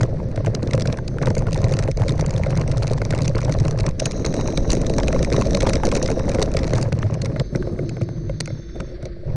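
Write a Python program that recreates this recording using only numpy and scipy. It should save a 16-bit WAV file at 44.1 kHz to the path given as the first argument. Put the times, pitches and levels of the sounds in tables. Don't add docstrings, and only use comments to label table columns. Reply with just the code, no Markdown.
import sys
import numpy as np
from scipy import signal
from scipy.fft import rfft, irfft, next_fast_len
from scipy.io import wavfile
from scipy.ndimage import uniform_filter1d, map_coordinates

SR = 44100
rng = np.random.default_rng(int(sys.argv[2]) if len(sys.argv) > 2 else 0)


def output_pcm(signal):
    pcm = np.clip(np.atleast_2d(signal).T, -1, 1) * 32767
    wavfile.write(sys.argv[1], SR, np.round(pcm).astype(np.int16))


N = 412769

# pitch in Hz, relative level in dB.
AIR_COLOUR = [(760, -20), (1100, 0), (1600, 6.5), (2150, 3.5), (2800, -8.5), (3200, -8), (3600, -2.5),
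              (4600, 2), (5300, -14.5), (5800, -19), (6900, -31), (7800, -28), (9000, -42), (15400, -84.5)]
# time in seconds, level in dB.
AIR_LEVEL = [(8.4, -57), (8.85, -53), (9.15, -56.5)]
# pitch in Hz, relative level in dB.
BUFFET_COLOUR = [(12, 5), (25, 2.5), (42, 6), (62, 3.5), (95, -4.5), (200, -12), (400, -65.5)]
# pitch in Hz, relative level in dB.
RUSH_COLOUR = [(100, -11), (180, -2), (260, -4.5), (400, -11), (640, -18), (800, -43.5), (1200, -34),
               (2500, -56)]
# start and end in seconds, centre in Hz, width in Hz, level in dB before flicker.
DRONES = [(7.75, 8.58, 158, 24, -34), (8.14, 8.37, 47, 10, -34), (8.55, 8.92, 51, 11, -34)]
# start and end in seconds, centre in Hz, width in Hz,
# level in dB before flicker.
THIN_BANDS = [(.95, 2.4, 6200, 300, -61), (7.32, 8.4, 6200, 300, -60.5), (7.1, 8.1, 5370, 150, -64),
              (8.38, 8.92, 6290, 240, -61), (8.38, 8.95, 5480, 190, -62), (8.38, 8.95, 3570, 260, -63),
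              (7.3, 8.6, 4300, 1100, -58.5)]
# time in seconds, level in dB.
SIZZLE_LEVEL = [(3.96, -78), (4.0, -45.5), (6.15, -47.5), (6.45, -57), (7.3, -76)]
# pitch in Hz before the slow sag, relative level in dB.
SIZZLE_COLOUR = [(3450, -26), (3850, -.5), (4120, 2.5), (4500, -20), (5150, -14), (5450, -2), (5900, 2),
                 (6600, 3.5), (7000, -32)]
# time in seconds, level in dB, pitch in Hz before it wavers.
TREAD_HUM = [(7.45, -45, 366), (7.6, -30.5, 360.8), (8.3, -36.5, 334.6), (8.55, -47.5, 338),
             (8.75, -37, 347), (9.3, -42.5, 360)]
# time in seconds, then levels in dB of
RIDE = [(0, -21.5, -30, -43.5, -26, -32), (1.1, -26, -35, -47.5, -29.5, -31.5),
        (1.6, -20, -28, -40.5, -24, -34), (3.0, -20, -31, -39, -24.5, -33),
        (3.95, -20, -29.5, -40, -23.5, -34), (4.02, -29.5, -33.5, -43, -26.5, -28),
        (4.8, -26, -26, -39, -20, -25), (5.7, -27, -24.5, -37, -20.5, -24.5),
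        (6.6, -28.5, -28, -40, -22, -28.5), (7.0, -19, -34, -43, -32, -36.5),
        (7.45, -23, -30.5, -45, -31, -27), (7.6, -26.5, -38.5, -50.5, -28.5, -29),
        (8.45, -28.5, -49.5, -61.5, -41, -41), (8.7, -32, -39.5, -56, -37.5, -35),
        (9.2, -52, -45.5, -76.5, -31, -48.5), (9.3, -21.5, -36, -51.5, -21, -53)]
# start in seconds, length in seconds,
# shaking in dB, which each sound follows in its own measure.
PATCHES = [(0.054, 0.32, -1), (0.438, 0.069, 3), (0.661, 0.276, 2.5), (1.026, 0.13, -2),
           (1.203, 0.115, 3.5), (1.909, 0.059, -10.5), (3.893, 0.089, -6), (6.712, 0.11, 3),
           (7.425, 0.096, -10.5), (8.604, .14, -9.5), (9.03, 0.056, 4.5)]
# time in seconds, then levels in dB of
BUMPS = [(0.009, -16, -18.5, -20), (0.376, -12, -23.5, -18), (0.469, -12, -21, -20),
         (0.624, -15.5, -30, -33), (0.74, -9, -26, -16), (0.778, -12.5, -24, -15), (0.854, -12, -19, -35),
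         (1.215, -9, -23, -20), (1.271, -9.5, -36, -24), (1.367, -11, -21.5, -25), (1.469, -25, -29, -41),
         (1.884, -10, -30, -19.5), (1.997, -14.5, -27, -26), (2.192, -15, -27, -43),
         (2.464, -11.5, -22, -26), (2.566, -20, -26, -37), (2.909, -9.5, -40.0, -23),
         (3.016, -11.5, -16.5, -38), (3.135, -11, -19, -34.5), (3.35, -10, -22, -28),
         (3.495, -16, -20, -21), (3.652, -24, -22, -19), (4.019, -10, -35, -25), (4.246, -10.5, -18, -44),
         (4.339, -12.5, -22, -28), (4.769, -10, -33, -40), (4.899, -9.5, -35.5, -37),
         (5.146, -10, -24, -39), (5.318, -11, -23, -37), (5.665, -9, -29, -18), (5.728, -18, -35, -31),
         (5.835, -13, -29, -34.0), (5.919, -25, -24, -25), (6.086, -12.5, -18, -24), (6.385, -6, -21, -37),
         (6.547, -6.5, -39.0, -19), (6.734, -12.5, -19, -16), (6.922, -14, -20, -15),
         (7.361, -14, -22, -33.0), (7.399, -18, -33, -23), (7.55, -12, -19.5, -24), (7.67, -15, -36, -45),
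         (7.79, -14.5, -25, -38), (7.968, -20, -30, -42), (8.012, -16, -28, -17.5),
         (8.089, -20.0, -34, -29.5), (8.295, -13, -29, -35), (8.402, -21.5, -30, -28),
         (8.475, -22, -25.5, -36), (8.502, -19.5, -32, -28), (8.756, -19.0, -42.0, -37),
         (8.802, -30, -27, -26), (9.029, -25, -35, -28)]
# pitch in Hz, strength in dB before scatter,
# time to fade by 60 dB in seconds.
TYRE_MODES = [(84, -5, 0.054), (103.2, -0.5, 0.12), (121.7, 1.5, 0.086), (151.9, -2.5, 0.1)]
# pitch in Hz, strength in dB before scatter, 60 dB fade in seconds.
FRAME_MODES = [(328.6, -2, 0.037), (441, -0.5, 0.049), (529.3, 3.5, 0.042), (639.6, 2.5, 0.027),
               (905, -17, 0.0091)]
# pitch in Hz, strength in dB before scatter, 60 dB fade in seconds.
FITTING_MODES = [(770, 5, 0.0084), (1090, 5, 0.0057), (1190, -1, 0.013), (1485, 1, 0.018), (2115, 2, 0.017)]
# pitch in Hz, relative level in dB.
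SAND_COLOUR = [(900, -14), (1200, 3), (1600, 6), (2200, 2), (2900, -6), (3700, -2), (4650, -1), (5200, 3.5),
               (6100, 5.5), (6900, -31), (11500, -56)]
# time in seconds, level in dB.
PEBBLES = [(.447, -29), (.986, -28), (1.185, -29), (1.232, -27), (1.271, -24), (1.304, -25), (1.422, -28),
           (1.468, -28), (1.559, -26), (1.877, -28), (2.019, -23), (2.192, -29), (2.823, -28), (3.126, -27),
           (3.387, -28), (3.481, -26), (5.006, -26), (5.669, -17), (5.835, -16), (6.346, -29), (7.625, -32)]
# typical pitch in Hz, strength in dB before scatter,
# 60 dB fade in seconds.
PEBBLE_MODES = [(840, -0.5, 0.018), (1120, -11.5, 0.017), (1490, -7, 0.013), (2070, -17.5, 0.0076)]
# time in seconds, level in dB before its share in the mix.
GRAINS = [(0.3594, -25.5), (0.6732, -22.5), (0.751, -23), (0.7974, -18.5), (0.8579, -23), (0.9717, -27),
          (1.3027, -22), (1.3508, -19.5), (1.392, -26), (1.509, -29), (1.5638, -29), (1.5758, -22),
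          (1.617, -26), (1.721, -21.5), (1.7676, -22), (1.9139, -19.5), (1.9721, -21), (2.0353, -30.5),
          (2.1211, -23.5), (2.2101, -15), (2.2622, -18.5), (2.3075, -19), (2.3632, -21.5), (2.3784, -22.5),
          (2.4693, -29), (2.597, -30), (2.7147, -19), (2.7716, -22), (2.832, -18.5), (2.8702, -21),
          (2.8772, -18), (2.9153, -24), (2.9338, -19), (3.018, -22), (3.051, -18), (3.1776, -22),
          (3.245, -23), (3.2937, -32), (3.54, -22.5), (3.5865, -22), (3.71, -18.5), (3.8058, -17),
          (3.8891, -22.5), (4.0644, -20), (4.1108, -18), (4.119, -21), (4.365, -23), (4.7511, -19),
          (4.8152, -20), (4.897, -18.5), (5.228, -17.5), (5.4535, -22), (5.4697, -21), (5.5079, -17.5),
          (5.5706, -18), (5.8888, -19), (5.9644, -15.5), (6.0593, -13.5), (6.0766, -19), (6.2936, -16),
          (6.417, -14), (6.539, -20.5), (6.6774, -21.5), (6.734, -15.5), (6.8129, -21), (6.989, -26),
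          (7.1412, -22.5), (7.2476, -22), (8.033, -36), (9.0266, -35)]
# typical pitch in Hz, strength in dB before scatter,
# 60 dB fade in seconds.
CLACK_MODES = [(980, -14, 0.0069), (1334, -10, 0.012), (1914, -5.5, 0.009), (2277, -1.5, 0.0071)]
# typical pitch in Hz, strength in dB before scatter,
# 60 dB fade in seconds.
CRACK_MODES = [(2650, -8, .004), (3500, -9, .003), (4100, -2, .004), (4850, -2, .003), (5600, -1, .003),
               (6300, 0, .003), (7700, -7, .002), (8700, -7.5, .002), (10000, -15, .001)]
# time in seconds, snap level in dB before its
# share in the mix, ping pitch in Hz, level of the hollow clack in dB.
STONES = [(0.0122, -21, 4750.0, -35), (0.0319, -18.5, 6200, -24), (0.4627, -24, 6080, -30.5),
          (0.5505, -14.5, 4800, -29.5), (0.6299, -26, 4800, -41), (0.71, -23, 6260.0, -29),
          (0.734, -15, 4820, -22), (0.8085, -18.0, 6160, -35), (0.8215, -17.5, 4760.0, -35),
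          (0.8743, -17, 4920, -46), (0.9272, -20, 4220, -30.5), (1.0806, -21, 4100, -36),
          (1.2262, -22, 6260, -38.5), (1.2587, -21, 4950, -35), (1.3816, -20, 6470.0, -36),
          (1.531, -18.5, 4760, -31.5), (1.5449, -21, 4900, -43), (1.6425, -19.5, 4100, -27),
          (1.7382, -20.5, 4500, -29.5), (1.79, -15, 6560, -25.5), (2.0835, -18, 4180, -26),
          (2.0935, -16.5, 3970, -34), (2.4355, -25.5, 4300, -24), (2.5747, -22.5, 4740, -31),
          (2.6134, -24, 4960, -29.5), (3.107, -17.5, 5820, -29), (3.1891, -23, 6000, -28),
          (3.2203, -20, 4620, -45), (3.2584, -23, 4660, -39), (3.2798, -13.5, 5950, -29),
          (3.3555, -24, 4500, -40), (3.3818, -21.5, 5170, -44), (3.4494, -21.5, 5530.0, -39),
          (3.5232, -17.5, 4700, -29), (3.6015, -22, 6060, -34), (3.6818, -21, 5430, -35),
          (3.8649, -15.5, 4630, -24), (4.0002, -9.5, 6030, -26.5), (4.0573, -7.5, 6450, -22),
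          (4.2509, -16, 4000, -34), (4.2626, -14, 6400, -28), (4.3418, -19.5, 5800, -37),
          (4.411, -20.5, 6240, -34), (4.4757, -19, 6000, -33), (4.5752, -13, 4130, -24),
          (4.704, -9.5, 4070, -35), (4.7185, -12.5, 6250, -28), (4.7315, -12, 6060, -34),
          (4.8673, -18, 6460, -33), (4.983, -14.5, 5730, -28), (5.0331, -18.5, 4170, -27),
          (5.0819, -12.5, 6570, -20), (5.1283, -19.5, 5950, -24), (5.2284, -22.5, 3820.0, -29.5),
          (5.2475, -18, 6160.0, -24), (5.3261, -18.5, 4280, -26.5), (5.532, -20, 5900, -34.5),
          (5.549, -11, 4040, -22), (5.6073, -17.5, 3730, -41), (5.6222, -21.5, 4010.0, -27),
          (5.668, -21, 5700, -31), (5.6957, -16.5, 4150, -25.5), (5.7343, -11, 6300, -23.5),
          (5.7554, -12.5, 5830, -27), (5.8536, -13.5, 5860, -38), (5.9168, -18.5, 3810.0, -25),
          (5.9502, -19.5, 6050, -35.5), (6.0283, -12.5, 5700, -37.5), (6.3477, -19.5, 6280, -28),
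          (6.4265, -8, 4130, -23), (6.5696, -10.5, 6140, -21), (6.6323, -23.5, 4130, -31),
          (6.7567, -22, 3990.0, -34), (6.7801, -20, 6440, -37), (6.828, -17, 4750, -35),
          (6.9263, -21, 4040, -28), (7.029, -36, 4180, -23), (7.219, -18.5, 4410, -33),
          (7.2578, -19.5, 5040.0, -28), (7.3985, -17.5, 4000, -27.5), (7.5591, -21, 5060, -33),
          (7.8941, -26, 4960, -33.5), (8.018, -32, 5200, -36), (8.407, -9, 4500, -23.5),
          (8.4584, -25, 6300, -36), (8.476, -32, 4300, -43), (8.8051, -29, 6110, -31),
          (9.0547, -27.5, 3830, -38)]

BAND_FADE_S, BAND_WAVER, BAND_FLICKER_DB = .12, .003, 2.2
HUM_WIDTH_HZ = 44
SIZZLE_SAG_PER_S, SIZZLE_MIDDLE_S = 0.022, 4
SIZZLE_FLICKER_DB, SAND_FLICKER_DB = 2.5, 3
HISS_SHAKES = 1.1
PATCH_EDGE_S = 0.01
# (dB, attack s, release s)
BUMP_JOLT, STONE_JOLT = (1.77, .005, 0.021), (2.3, 0.0036, 0.013)
UNEVEN_DB, UNEVEN_PER_S = .9, 10
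SKIP_DB, SKIP_S = -2.2, 0.024
GRAVEL_DB = -41
CRACKLE_DB, CRACKLE_FOLLOWS = -56, 1.8
SAND_DB, SAND_FOLLOWS = -56.5, 0.6
PEBBLE_SIZE_RANGE = 1.25
SMALL_STONE_DB, SMALL_STONE_RANGE_DB, SMALL_CLACK_DB = -28, 5.5, -8
PING_T60, SNAP_S = .004, .003
BLUR_DB = -3.5
GRIT_DB, GRIT_S = -19.5, .0035
BLUR_FOLLOWS, BLUR_AT_DB = .15, -20
CUTOFF_HZ = 16000


def from_db(db):
    return 10 ** (np.asarray(db) / 20)


def rms_one(x):
    return x / np.sqrt(np.mean(x ** 2) + 1e-20)


def in_time(rows):
    s, *columns = np.transpose(rows)
    return [np.interp(np.arange(N) / SR, s, c) for c in columns]


def drift(rate):
    step = 40
    r = np.exp(-2 * np.pi * step * rate / SR)
    chance = rng.standard_normal(N // step + 2002)
    slow = signal.lfilter([1], [1, -2 * r, r * r], chance)[2000:]
    return np.interp(np.arange(N) / step, np.arange(len(slow)), rms_one(slow))


def steady(x, seconds):
    power = uniform_filter1d(x ** 2, max(int(seconds * SR), 2))
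    return x / np.sqrt(np.abs(power) + 1e-12)


def soften(x, hz):
    lowpass = signal.butter(2, min(hz, .45 * SR), fs=SR, output="sos")
    return signal.sosfilt(lowpass, x + 1e-18)


def noise(colour):
    hz, db = np.transpose(colour)
    size = next_fast_len(N)
    bins = np.maximum(np.fft.rfftfreq(size, 1 / SR), 1)
    gain = from_db(np.interp(np.log(bins), np.log(hz), db))
    return rms_one(irfft(rfft(rng.standard_normal(size)) * gain, size)[:N])


def wavering(hz, width_hz):
    phase = 2 * np.pi * np.cumsum(hz * (1 + BAND_WAVER * drift(3.3))) / SR
    a, b = soften(soften(rng.standard_normal((2, N)), .5 * width_hz), .5 * width_hz)
    return rms_one(a * np.cos(phase) + b * np.sin(phase))


def narrow_band(start, end, hz, width_hz, db):
    t = np.arange(N) / SR
    fade = np.clip(np.minimum(t - start, end - t) / BAND_FADE_S + .5, 0, 1)
    return from_db(db + BAND_FLICKER_DB * drift(7.3)) * fade * wavering(hz, width_hz)


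def ring(clicks, hz, t60):
    r, w = from_db(-60 / (t60 * SR)), 2 * np.pi * hz / SR
    return signal.lfilter([.5, 0, -.5], [1, -2 * r * np.cos(w), r * r], clicks + 1e-18)


def strike(clicks, modes, scatter_db, detune=1):
    at, out = np.flatnonzero(clicks), np.zeros(len(clicks))
    for k, (hz, db, t60) in enumerate(modes):
        force = np.zeros(len(clicks))
        force[at] = clicks[at] * from_db(db + scatter_db * rng.standard_normal(len(at)))
        out += ring(force, hz * detune, t60) * (-1) ** k
    return out


def contacts(per_s, spread_db):
    sizes = from_db(spread_db * np.minimum(rng.exponential(1, N), 4)) * rng.choice([-1, 1], N)
    return sizes * (rng.random(N) < per_s / SR)


def burst(seconds, after_db, count, size):
    force, delays = np.zeros(size), rng.exponential(1, count)
    at = np.minimum(1 + (delays * seconds * SR).astype(int), size - 1)
    force[at] = from_db(after_db) * rng.standard_normal(count) * np.exp(-delays / 2)
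    force[0] = rng.choice([-1, 1])
    return force


def snap_level(x, seconds):
    return x / np.sqrt(np.sum(x ** 2) / (seconds * SR) + 1e-20)


def add(out, s, sound):
    at = int(np.clip(s * SR, 0, N - 1))
    out[at:at + len(sound)] += sound[:N - at]


def air():
    level_db, = in_time(AIR_LEVEL)
    return from_db(level_db + 2.0 * drift(27)) * noise(AIR_COLOUR)


def wind(buffet_db, rush_db):
    buffet = from_db(buffet_db + 2.0 * drift(5.5)) * steady(noise(BUFFET_COLOUR), 0.11)
    rush = from_db(rush_db + 2.84 * drift(36)) * noise(RUSH_COLOUR)
    return buffet + rush


def drone():
    return sum(narrow_band(*row) for row in DRONES)


def thin_bands():
    return sum(narrow_band(*row) for row in THIN_BANDS)


def sizzle(level_db):
    speed = 1 - SIZZLE_SAG_PER_S * (np.arange(N) / SR - SIZZLE_MIDDLE_S)
    sinking = map_coordinates(noise(SIZZLE_COLOUR), [np.cumsum(speed)], order=3, mode="mirror")
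    flicker_db = SIZZLE_FLICKER_DB * (drift(90) + drift(7) / 2)
    return from_db(level_db + flicker_db) * sinking


def tread(hum_db, hum_hz):
    return from_db(hum_db) * steady(wavering(hum_hz, HUM_WIDTH_HZ), 0.18)


def skips():
    out, t = np.zeros(N), np.arange(SR // 4) / SR
    for s, *_ in BUMPS:
        if s > t[-1]:
            add(out, s - t[-1], SKIP_DB * np.exp((t - t[-1]) / SKIP_S))
    return out


def jolts(rows, db, attack_s, release_s):
    hits, t = np.sort(np.array(rows)[:, 0]), np.arange(N) / SR
    since = np.abs(t - hits[np.maximum(np.searchsorted(hits, t) - 1, 0)])
    return db * np.minimum(since / attack_s, np.exp((attack_s - since) / release_s))


def shaking():
    t = np.arange(N) / SR
    patches = np.zeros(N)
    for s, length, db in PATCHES:
        patches += db * np.clip(np.minimum(t - s, s + length - t) / PATCH_EDGE_S + .5, 0, 1)
    hits = jolts(BUMPS, *BUMP_JOLT) + jolts(STONES, *STONE_JOLT)
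    return patches + skips() + hits + UNEVEN_DB * drift(UNEVEN_PER_S)


def frame(rattle_db):
    chatter = strike(contacts(380 * from_db(4.0 * drift(16)), 4.24), FRAME_MODES, 4.43)
    return from_db(rattle_db) * steady(soften(soften(chatter, 950), 950), 0.087)


def bumps(shake_s, knock_db, clack_db, thud_db):
    out = np.zeros(N)
    for s, frame_db, fittings_db, tyre_db in BUMPS:
        force = soften(soften(burst(shake_s, -3.3, count=7, size=6000), 3160), 5000)
        knock = from_db(frame_db + knock_db) * snap_level(strike(force, FRAME_MODES, 4.5), 0.011)
        clack = from_db(fittings_db + clack_db) * snap_level(strike(force, FITTING_MODES, 3.4), 0.0015)
        thud = from_db(tyre_db + thud_db) * snap_level(strike(force, TYRE_MODES, 4.5), 0.04)
        add(out, s, knock + clack + thud)
    return out


def tyres(boom_db):
    boom = soften(strike(contacts(300, 3.26), TYRE_MODES, 3.4), 253)
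    return from_db(boom_db) * steady(boom, 0.095)


def gravel(crunch_db, crackle_db, sand_db):
    pitches = np.geomspace(1 / PEBBLE_SIZE_RANGE, PEBBLE_SIZE_RANGE, 4)
    pebble_sound = sum(strike(contacts(110, 5.4), PEBBLE_MODES + CLACK_MODES, 4.1, p) for p in pitches)
    crunch = from_db(crunch_db) * steady(soften(pebble_sound, 1710), 0.29)
    grit = contacts(260 * from_db(3.4 * drift(16)), 4.1)
    cracks = strike(grit, CRACK_MODES, 3.0) + from_db(-22.5) * strike(grit, CLACK_MODES, 5.1)
    crackle = from_db(crackle_db) * steady(cracks, 0.088)
    sand = from_db(sand_db + SAND_FLICKER_DB * drift(25)) * noise(SAND_COLOUR)
    return crunch + crackle + sand


def pebbles(grind_s, knock_db):
    out = np.zeros(N)
    for s, level_db in PEBBLES:
        force = burst(grind_s, -6.0, count=10, size=3000)
        detune = np.exp(0.031 * rng.standard_normal())
        knocks = snap_level(strike(force, PEBBLE_MODES, 9.4, detune), 0.0052)
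        add(out, s, from_db(level_db + knock_db) * knocks)
    return out


def grains(tick_db, clack_db, grit_db):
    out = np.zeros(N)
    for s, level_db in GRAINS:
        force = burst(GRIT_S / 2, grit_db, count=12, size=1200)
        detune = np.exp(0.058 * rng.standard_normal())
        tick = snap_level(strike(force, CRACK_MODES, 3.0, detune), SNAP_S)
        clack = snap_level(strike(force, CLACK_MODES, 1.5, detune), SNAP_S)
        add(out, s, from_db(level_db + tick_db) * (tick + from_db(clack_db) * clack))
    return out


def small_stones(gravel_db, count):
    luck, pitch, smallness = rng.random((count, 3)).T
    met = np.cumsum(from_db(1.2 * gravel_db))
    at = np.searchsorted(met, luck * met[-1])
    level_db = SMALL_STONE_DB + 2.5 * gravel_db[at] - SMALL_STONE_RANGE_DB * smallness
    return list(zip(at / SR, level_db, 4000 + 2400 * pitch, level_db + SMALL_CLACK_DB))


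def stones(rows, blur_s, blur_db, ping_db, crack_db, clack_db):
    out, lead, size = np.zeros(N), 300, 1800
    for s, level_db, hz, hollow_db in rows:
        force = np.zeros(size)
        force[lead:] = from_db(GRIT_DB) * burst(GRIT_S, 0, count=24, size=size - lead)
        offsets = rng.laplace(0, 1, 16)
        spread_s = blur_s * from_db(BLUR_FOLLOWS * (level_db - BLUR_AT_DB))
        at = np.clip(lead + (offsets * spread_s * SR).astype(int), 0, size - 1)
        force[at] = from_db(blur_db) * rng.standard_normal(len(offsets)) * np.exp(-np.abs(offsets) / 2)
        force[lead] = rng.choice([-1, 1])
        detune = np.exp(0.071 * rng.standard_normal())
        ping = from_db(ping_db) * snap_level(ring(force, hz, PING_T60), SNAP_S)
        crack = from_db(crack_db) * snap_level(strike(force, CRACK_MODES, 4.0, detune), SNAP_S)
        clack = snap_level(strike(force, CLACK_MODES, 2.4, detune), SNAP_S)
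        hollow = from_db(clack_db + hollow_db) * clack
        add(out, s - lead / SR, from_db(level_db) * (ping + crack) + hollow)
    return out


def scene():
    shake = shaking()
    boom_db, rattle_db, crunch_db, buffet_db, rush_db = in_time(RIDE)
    gravel_db = crunch_db - GRAVEL_DB
    sizzle_db, = in_time(SIZZLE_LEVEL)

    background = air() + wind(buffet_db, rush_db + 1.0 * shake) + drone() + thin_bands()
    background = background + sizzle(sizzle_db + HISS_SHAKES * shake)
    bicycle = tyres(boom_db + 1.66 * shake) + frame(rattle_db + 1.48 * shake) + tread(*in_time(TREAD_HUM))

    crackle_db = CRACKLE_DB + CRACKLE_FOLLOWS * gravel_db + 2.96 * shake
    sand_db = SAND_DB + SAND_FOLLOWS * gravel_db + HISS_SHAKES * shake
    ground = gravel(crunch_db + 2.06 * shake, crackle_db, sand_db)

    knocks = bumps(shake_s=.0025, knock_db=-9.5, clack_db=-3.0, thud_db=-3.0)
    knocks = knocks + pebbles(grind_s=0.002, knock_db=0.0)
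    all_stones = list(STONES) + small_stones(gravel_db + .5 * shake, count=110)
    snaps = stones(all_stones, blur_s=0.0013, blur_db=BLUR_DB, ping_db=-12.0, crack_db=-10.0, clack_db=0.0)
    snaps = snaps + grains(tick_db=-10.5, clack_db=-4.5, grit_db=-5.0)
    return (background + bicycle + ground + knocks + snaps)[None]


def record(dry):
    muffling = signal.butter(8, 9900, fs=SR, output="sos")
    muffled = signal.sosfilt(muffling, dry) + from_db(-54.0) * dry
    rounded = 0.73 * np.tanh(muffled / 0.85)
    return signal.sosfilt(signal.butter(14, CUTOFF_HZ, fs=SR, output="sos"), rounded)


dry = scene()
out = record(dry)
output_pcm(out)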